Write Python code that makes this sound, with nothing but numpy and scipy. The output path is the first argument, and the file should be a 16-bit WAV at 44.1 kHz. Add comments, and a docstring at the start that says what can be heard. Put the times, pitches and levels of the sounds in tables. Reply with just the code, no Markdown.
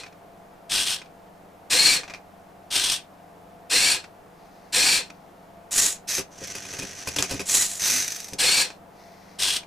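"""At a workbench with a cloth backdrop, two microphones face a home-made robot handling a puzzle cube.
Hobby servos swing a wooden fork, spin a turntable and drive a jointed arm: their gear teeth rattle
through the casings in short runs. The cube squeaks as it is twisted; tipped over by the arm, it scrapes
and knocks on its wooden cradle. The room is small-sounding and dry, with a steady fan hum behind it all."""
import sys
import numpy as np
from scipy import signal
from scipy.fft import rfft, irfft
from scipy.io import wavfile

SR = 44100
rng = np.random.default_rng(int(sys.argv[2]) if len(sys.argv) > 2 else 0)


def file_out(sig):
    """Save sig as 16-bit WAV at sys.argv[1]."""
    # one column per channel
    cols = np.atleast_2d(sig).T
    # limit, then scale
    lim = np.clip(cols, -1, 1)
    pcm = np.round(lim * 32767).astype(np.int16)
    wavfile.write(sys.argv[1], SR, pcm)


N = 426006
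TIME = np.arange(N) / SR

SERVO_FRAME_HZ = 48.6   # control frames a second
BRAKE_KNEE_S, STOP_DB = .012, 42   # braking sets in gradually; the rotor stands still this far down
GROWL_SPEED, GROWL_RANGE = .85, .06   # shares of full speed

def gear_train(runs, mesh_hz, whine, rattle_db, flutter_db, throb_db,
               growl=.05, soft_db=-14, sag_db_per_s=0, spin_up_s=.07):
    """Force in a servo's gearbox: regular tooth contacts plus loose chatter, at an unsteady level."""
    drive, speed, effort = np.zeros((3, N))
    for start, rise, length, db, brake_db_per_s in runs:
        on = (TIME >= start) & (TIME <= start + length + STOP_DB / brake_db_per_s)
        t = TIME[on] - start
        # the rotor gathers speed, its load sags, then it slows as the drive eases off near its goal
        braked_s = BRAKE_KNEE_S * np.logaddexp(0, (t - length) / BRAKE_KNEE_S)
        effort[on] = from_db(-brake_db_per_s * braked_s)
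        drive[on] += from_db(db - sag_db_per_s * t) * np.minimum(t / rise, 1) ** .89 * effort[on]
        speed[on] = (1 - .45 * np.exp(-t / spin_up_s)) * effort[on] ** .13
    live = drive > 0
    phase = 2 * np.pi * np.cumsum(mesh_hz * (speed * (1 + .011 * drift(150)))[live]) / SR
    # the first gear pair whines, louder with speed
    harmonics = enumerate([.8, .85, .4, .4, .5], start=1)
    mesh = sum(size * np.sin(k * phase) * (1 + .53 * drift(160)[live]) for k, size in harmonics)
    fast_pair = whine * speed[live] ** 3 * np.sqrt(effort[live]) * mesh
    # the next pair, four times slower, growls while it gets its load moving
    straining = np.exp(-((speed[live] - GROWL_SPEED) / GROWL_RANGE) ** 2)
    slow_pair = growl * np.sin(phase / 4) * (1 + .38 * drift(160)[live]) * straining
    chatter = grit(16000, rattle_db)[live] * (1 + .13 * np.cos(phase))   # strongest as a tooth engages
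    frame_phase = 2 * np.pi * SERVO_FRAME_HZ * TIME[live]
    throb = .5 * np.cos(frame_phase) + np.cos(2 * frame_phase)
    surge = unit_rms(from_db(flutter_db * drift(110)[live] + throb_db * throb))
    force = np.zeros(N)
    force[live] = drive[live] * surge * (chatter + fast_pair + slow_pair)
    # coasting teeth touch softly, so the end of a run is duller
    hardness = np.clip(effort / from_db(soft_db), 0, 1)
    dull = signal.sosfilt(signal.butter(1, 3000, fs=SR, output="sos"), force)
    return hardness * force + (1 - hardness) * dull


# Servo moves. Each row: start, rise and driven time in seconds, level in dB, braking in dB per second.
TURNTABLE_RUNS = [(-.3, .02, 0.26, -23, 260), (1.698, 0.024, 0.26, -17.5, 290),
                  (3.696, 0.029, 0.25, -18, 300), (4.722, 0.032, 0.26, -18, 310),
                  (8.383, 0.019, 0.25, -18.5, 290)]
# The gearbox's tone. Each row: frequency in Hz, relative level in dB.
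TURNTABLE_COLOUR = [(40, -11.5), (110, -10.5), (260, -7.5), (420, -8.5), (600, -11.5), (800, -5),
                    (1200, -8.5), (2000, -4.5), (3500, 0.5), (5200, 1.5), (6400, -4.5), (9200, -4.5),
                    (10300, -8.5), (15000, -17.5)]
# Casing resonances. Each row: centre and width in Hz, lift in dB.
TURNTABLE_MODES = [(519, 80, 6.8), (1683, 160, 8.1), (2500, 480, 7.4), (2760, 47, 3.5), (3560, 39, 3.5),
                   (4220, 250, 8), (5720, 300, 6.2), (6880, 210, 7.3), (7650, 390, 9.9), (8690, 400, 8.1),
                   (9150, 400, 4.3)]

def turntable():
    """The servo that spins the cradle sounds through the base board, just left of centre."""
    force = gear_train(TURNTABLE_RUNS, mesh_hz=2310, whine=.32, rattle_db=3.5, flutter_db=.95,
                       throb_db=0, growl=.4, soft_db=-.5, sag_db_per_s=2, spin_up_s=.05)
    return pan(body(force, TURNTABLE_COLOUR, TURNTABLE_MODES), left_db=1)


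# The fork servo's moves, gearbox tone and casing resonances; rows as for the turntable.
FORK_RUNS = [(.693, 0.031, .135, -21, 170), (.85, 0.061, .085, -23.5, 299), (2.703, 0.051, 0.25, -19, 370),
             (9.385, .022, 0.19, -21, 518)]
FORK_COLOUR = [(40, -11), (150, -11.5), (600, -10.5), (1150, -10), (1500, -8.5), (2200, -5.5), (2800, 1),
               (5500, 0), (7000, -5.5), (9500, -7), (11000, -11.5), (15000, -20.5)]
FORK_MODES = [(1580, 200, 3.5), (3350, 640, 4.2), (4100, 270, 1.6), (8650, 1600, 7.2)]

def fork():
    """Gears rattle in the servo that lowers and lifts the wooden fork, just left of centre."""
    force = gear_train(FORK_RUNS, mesh_hz=1804, whine=.15, rattle_db=5, flutter_db=1.63,
                       throb_db=1.6, growl=.022, soft_db=-5, sag_db_per_s=12)
    return pan(body(force, FORK_COLOUR, FORK_MODES), left_db=1.3)


# The arm's moves, gearbox tones and casing resonances; rows as for the turntable.
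SHOULDER_RUNS = [(5.707, 0.064, 0.17, -17, 270), (7.452, 0.094, 0.18, -17.5, 220),
                 (7.68, 0.063, .11, -34.5, 226)]
SHOULDER_COLOUR = [(40, -5), (150, -7), (500, -8.5), (1200, -6.5), (2000, -4), (3500, -1.5), (5000, 0),
                   (6500, 2), (8500, 2.5), (9400, -3), (11300, -2), (13000, -10.5), (15000, -11)]
SHOULDER_MODES = [(1940, 190, 2.2), (4070, 160, 3.4), (5780, 230, 5.4), (6950, 940, 8.6), (8070, 420, 6.6),
                  (10350, 485, 8.6)]
ELBOW_RUNS = [(6.072, 0.027, .115, -23.8, 400.4), (7.787, 0.048, .19, -20, 89.4),
              (8.1, 0.058, 0.23, -48.5, 250)]
ELBOW_COLOUR = [(40, -13), (120, -5.5), (300, -10.5), (550, -8.5), (1100, -10), (1700, -1.5), (3200, -5.5),
                (5500, 3.5), (7500, 0.5), (9500, -2), (11400, -7.5), (13000, -5), (15000, -18.5)]
ELBOW_MODES = [(2510, 520, 5.6), (3770, 170, 4.6), (6000, 350, 5.7), (6290, 210, 8.7)]
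PUSH_RUNS = [(6.3, 0.17, 1.09, -38, 168)]   # the arm creeps forward under the weight of the cube
PUSH_COLOUR = [(50, -24.5), (100, 5), (350, -4), (520, -5), (900, -14), (1600, -1), (2470, -2), (3900, -6),
               (5200, -2), (6090, 6.5), (6900, -2.5), (10000, -12), (15000, -24)]
# Single motor kicks take up the gear slack. Each row: start in seconds, level in dB.
SLACK_KICKS = [(6.472, -27), (7.494, -15.5), (8.045, -25), (8.333, -25.5)]
KICK_DECAY_S, HUNT_START_S = .0056, 8.078
DRONE_AT_S, DRONE_WIDTH_S, DRONE_HZ = 7.95, .044, 251

def arm():
    """Just right of centre, two small bright servos reach out, push against the cube and fold back."""
    shoulder = gear_train(SHOULDER_RUNS, mesh_hz=2056, whine=.24, rattle_db=2.5, flutter_db=2.1,
                          throb_db=1.4, sag_db_per_s=3)
    elbow = gear_train(ELBOW_RUNS, mesh_hz=2145, whine=.19, rattle_db=6.5, flutter_db=.7,
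                       throb_db=1.5, soft_db=-4, sag_db_per_s=7)
    push = gear_train(PUSH_RUNS, mesh_hz=1233, whine=.02, rattle_db=10, flutter_db=2.5,
                      throb_db=2, soft_db=-21)
    # the folded arm hunts for its rest position, with a weaker kick on every second control frame
    hunting = [(HUNT_START_S + 2 * k / SERVO_FRAME_HZ, -18 - 2.5 * k) for k in range(6)]
    kick_rows = [(s, db, KICK_DECAY_S) for s, db in SLACK_KICKS + hunting]
    kicks = bursts(kick_rows, rise_s=.0014) * grit(16000, 3.6)
    joints = body(elbow + kicks, ELBOW_COLOUR, ELBOW_MODES) + body(push, PUSH_COLOUR)
    # the arm's frame drones as it folds back
    swell = from_db(-37.5) * np.exp(-((TIME - DRONE_AT_S) / DRONE_WIDTH_S) ** 2)
    drone = swell * np.sin(2 * np.pi * DRONE_HZ * TIME + .45 * drift(60))
    upper_arm = body(shoulder, SHOULDER_COLOUR, SHOULDER_MODES)
    return pan(upper_arm, left_db=-.4) + pan(joints + drone, left_db=-.9)


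# Cube and arm strike the cradle.
# Each row: start in seconds, snap level in dB, snap pitch in Hz, scrape and thud levels in dB.
KNOCKS = [(6.18, -34, 1490, -24.5, -26.5), (6.414, -47, 1700, -53, -33.5), (6.551, -37, 1620, -34, -37),
          (6.651, -39, 2500, -37.5, -42), (6.734, -34.5, 2400, -37, -36.5),
          (6.787, -38, 1610, -31.5, -31.5), (6.821, -34, 2490, -34, -29.5),
          (7.072, -22.5, 990, -25.5, -29.5), (7.161, -35, 5500, -25.5, -30), (7.186, -17, 3400, -23, -27.5),
          (7.225, -10.5, 7840, -23.5, -31), (7.295, -31.5, 6200, -28.5, -35.5),
          (7.309, -39, 2470, -28, -27.5), (7.336, -30, 500, -44, -27.5), (7.394, -30, 2330, -27, -28.5),
          (8.325, -39, 500, -49, -31)]
# The cradle's wood rings. Each row: pitch in Hz, relative level in dB, seconds to fall 60 dB.
CRADLE_MODES = [(82, -5, 0.13), (131.3, -2.5, 0.11), (193, -2, 0.084), (278, -4, 0.096), (386, -1, 0.077),
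                (451, -4, 0.079), (531, -1.5, 0.11), (925, -15, .04)]
# The cube wobbles in the cradle after a run. Each row: start in seconds, level in dB, decay in seconds.
WOBBLES = [(.033, -34.5, 0.01), (.062, -34, 0.0055), (.078, -48, .005), (.125, -41, 0.0049),
           (1.016, -31.5, 0.0045), (1.056, -43.5, .006), (2.033, -33.5, 0.012), (2.078, -35, .01),
           (2.097, -32.5, 0.015), (2.136, -32, 0.016), (4.04, -35, .008), (5.1, -32, .005),
           (8.701, -30.5, .006), (9.631, -36.5, .005)]
# The tone of the snaps and the wobbles. Each row: frequency in Hz, relative level in dB.
SNAP_COLOUR = [(100, -20), (600, -1), (1200, -2), (2700, -1), (4300, -2.5), (5700, 3.5), (8500, -5),
               (11000, -9), (15000, -17)]
WOBBLE_COLOUR = [(200, 1.5), (1500, 3.5), (2000, 2.5), (2400, 8), (3000, -2.5), (5800, -2.5), (9000, -15.5),
                 (15000, -33)]
# The hollow plastic's resonances, struck and wobbling. 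Each row: centre and width in Hz, lift in dB.
CUBE_MODES = [(2500, 320, 8.5), (4900, 330, 3), (8000, 400, 4), (10360, 400, 9)]
WOBBLE_MODES = [(2430, 260, 3.5)]
SCRAPE_S, SHOVE_S = .027, .014   # every knock slides on for a moment and leans on the wood

def cube():
    """Between the microphones, plastic snaps and scrapes on the cradle, whose wood answers with a thud."""
    snaps = sum(snap(s, db, hz) for s, db, hz, *_ in KNOCKS)
    slips = grit(9000, 3.6) * from_db(2.16 * drift(200) - 2)   # a scrape catches and lets go
    scrapes = bursts([(s, db, SCRAPE_S) for s, _, _, db, _ in KNOCKS], shape=1.52, rise_s=.001) * slips
    shoves = bursts([(s, db, SHOVE_S) for s, *_, db in KNOCKS])
    thuds = sum(ring(shoves * grit(3000, .79), hz, t60) * from_db(db - 27.5)
                for hz, db, t60 in CRADLE_MODES)
    rocking = bursts(WOBBLES, rise_s=.002) * grit(6000, 7.5)
    wobbles = body(rocking, WOBBLE_COLOUR, WOBBLE_MODES)
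    return pan(body(snaps + scrapes, SNAP_COLOUR, CUBE_MODES) + thuds + wobbles, left_db=.5)


def snap(start, db, hz, ring_cycles=22, crack_s=.0012):
    """A brief crack sets the struck corner ringing."""
    t = TIME[:SR // 20]
    crack = rng.standard_normal(len(t)) * np.exp(-t / crack_s)
    corner = ring(crack, hz, ring_cycles / hz) * np.sqrt(hz / 1000)
    out = np.zeros(N)
    out[int(start * SR):][:len(t)] = from_db(db) * (.73 * crack + from_db(-16) * corner)
    return out


# The course of one squeak. Each row: time in seconds, pitch in Hz, level in dB.
SQUEAK_PATH = [(1.76, 4080, -35.5), (1.785, 4200, -20), (1.819, 4380, -18), (1.83, 4380, -35),
               (1.841, 4370, -20.5), (1.889, 4230, -16), (1.9, 4200, -41)]

def squeak():
    """Twisted against the fork, the cube's layers stick and slip, louder in the left microphone."""
    s, hz, db = np.transpose(SQUEAK_PATH)
    pitch = np.interp(TIME, s, hz) * (1 + .0146 * drift(400))
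    level = from_db(np.interp(TIME, s, db) + 4.8 * drift(160)) * (TIME > s[0]) * (TIME < s[-1])
    return pan(level * np.sin(2 * np.pi * np.cumsum(pitch) / SR), left_db=5)


# A resting servo's spells of sizzling and its gearbox tone; rows as for the turntable.
HOLD_RUNS = [(4.3, 0.16, 0.57, -63.5, 300), (5.05, .05, .05, -65, 40), (8.9, 0.11, .48, -57, 300)]
HOLD_COLOUR = [(300, -24), (1400, -7.5), (2000, 4), (3000, -11.5), (4500, -1.5), (6200, -5), (7500, -16.5),
               (15000, -19)]

def resting_servo():
    """Faint and off to the left, a resting motor trembles against its gears."""
    force = gear_train(HOLD_RUNS, mesh_hz=1960, whine=.05, rattle_db=2.5, flutter_db=1, throb_db=-1)
    return pan(body(force, HOLD_COLOUR), left_db=4)


# The fan's rush of air. Each row: frequency in Hz, relative level in dB.
AIR_COLOUR = [(20, -9.5), (45, -11), (65, -13.5), (100, -14), (170, -8.5), (240, -8.5), (480, -9),
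              (720, -4), (1000, -11.5), (2000, -21.5), (4000, -30), (8000, -34), (15000, -35)]
# Fan and motor hum. Each row: pitch in Hz, level in dB.
HUM_LINES = [(91.5, -67), (150, -71), (171, -62.5), (194.5, -62), (292, -67.5), (340, -72), (441, -68.5),
             (489, -66.5), (682, -57.5), (727, -64.5), (852, -68)]

def fan():
    """In the background, soft rushing air and slightly wavering hum; the middle range is most diffuse."""
    mid, side = (body(rng.standard_normal(N), AIR_COLOUR) for _ in range(2))
    side = from_db(-8) * side + bandpass(side, 300, 3000)
    air = from_db(-51.5) * (mid + from_db(-6) * side * [[1], [-1]])
    hum = np.zeros(N)
    for hz, db in HUM_LINES:
        phase = 2 * np.pi * hz * TIME + hz / 900 * drift(7)
        hum += from_db(db) * np.sqrt(2) * np.sin(phase) * (1 + .25 * drift(7.7))
    return pan(air + hum, left_db=.95)


def room(x, wet_db, early_db, t60_s):
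    """Quick reflections off the bench reach both microphones alike; each gets its own diffuse tail."""
    t = TIME[:SR // 3]
    early = rng.standard_normal(len(t)) * np.exp(-t / .0083) * (t > .001)
    tails = rng.standard_normal((2, len(t))) * from_db(-60 * t / t60_s) * (t > .002)
    tails /= np.linalg.norm(tails, axis=1, keepdims=True)
    tails = bandpass(tails, 150, 5500)   # cloth soaks up the treble
    response = from_db(wet_db) * tails + from_db(early_db) * early / np.linalg.norm(early)
    return x + signal.oaconvolve(x, response, axes=1)[:, :N]


def body(x, colour, modes=(), size=4096):
    """Causal filter of unit power: a broad colour lifted by resonances."""
    hz = np.arange(size // 2 + 1) * SR / size + 1
    colour_hz, colour_db = np.transpose(colour)
    db = np.interp(np.log(hz), np.log(colour_hz), colour_db)
    for centre, width, lift in modes:
        db += lift / (1 + (2 * (hz - centre) / width) ** 2)
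    cepstrum = irfft(np.log(from_db(db)))
    cepstrum[1:size // 2] *= 2   # fold onto positive time for minimum phase
    cepstrum[size // 2 + 1:] = 0
    response = irfft(np.exp(rfft(cepstrum)))
    return signal.oaconvolve(x, response / np.linalg.norm(response))[:N]


def ring(x, hz, t60):
    """One resonance: a unit click sets a sine of height 1 ringing."""
    radius, angle = from_db(-60 / (t60 * SR)), 2 * np.pi * hz / SR
    return signal.lfilter([0, np.sin(angle)], [1, -2 * radius * np.cos(angle), radius ** 2], x + 1e-18)


def bursts(rows, shape=1, rise_s=.00028):
    """Envelope of contacts that start quickly and die away."""
    out = np.zeros(N)
    for start, db, decay_s in rows:
        part = out[int(start * SR):][:SR // 4]
        t = TIME[:len(part)]
        part += from_db(db) * np.minimum(t / rise_s, 1) * np.exp(-(t / decay_s) ** shape)
    return out


def grit(per_s, spread_db):
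    """Random tiny impacts of uneven size; rms 1."""
    sizes = rng.choice([-1, 1], N) * from_db(spread_db * np.clip(rng.standard_normal(N), -2, 2))
    return unit_rms(sizes * (rng.random(N) < per_s / SR))


def drift(rate):
    """A random wander through `rate` points a second; rms 1."""
    knots = rng.standard_normal(int(N / SR * rate) + 2)
    return unit_rms(np.interp(TIME * rate, np.arange(len(knots)), knots))


def pan(x, left_db):
    """Place a source between the two microphones."""
    return x * from_db([[left_db / 2], [-left_db / 2]])


def bandpass(x, low_hz, high_hz):
    """Gently roll off bass and treble."""
    return signal.sosfilt(signal.butter(1, [low_hz, high_hz], "band", fs=SR, output="sos"), x)


def from_db(db):
    """Decibels to gain."""
    return 10 ** (np.asarray(db) / 20)


def unit_rms(x):
    """Scale to rms 1."""
    return x / np.sqrt(np.mean(x ** 2) + 1e-20)


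def scene():
    """The robot on its bench, with the fan behind it."""
    robot = fork() + turntable() + squeak() + arm() + resting_servo() + cube()
    return from_db(-1.5) * room(robot, wet_db=-6.5, early_db=-19, t60_s=.15) + fan()


def record(dry, cutoff_hz=15200):
    """Both channels lose their top treble to a steep low-pass."""
    return signal.sosfilt(signal.ellip(10, .1, 80, cutoff_hz, fs=SR, output="sos"), dry)


dry = scene()
out = record(dry)
file_out(out)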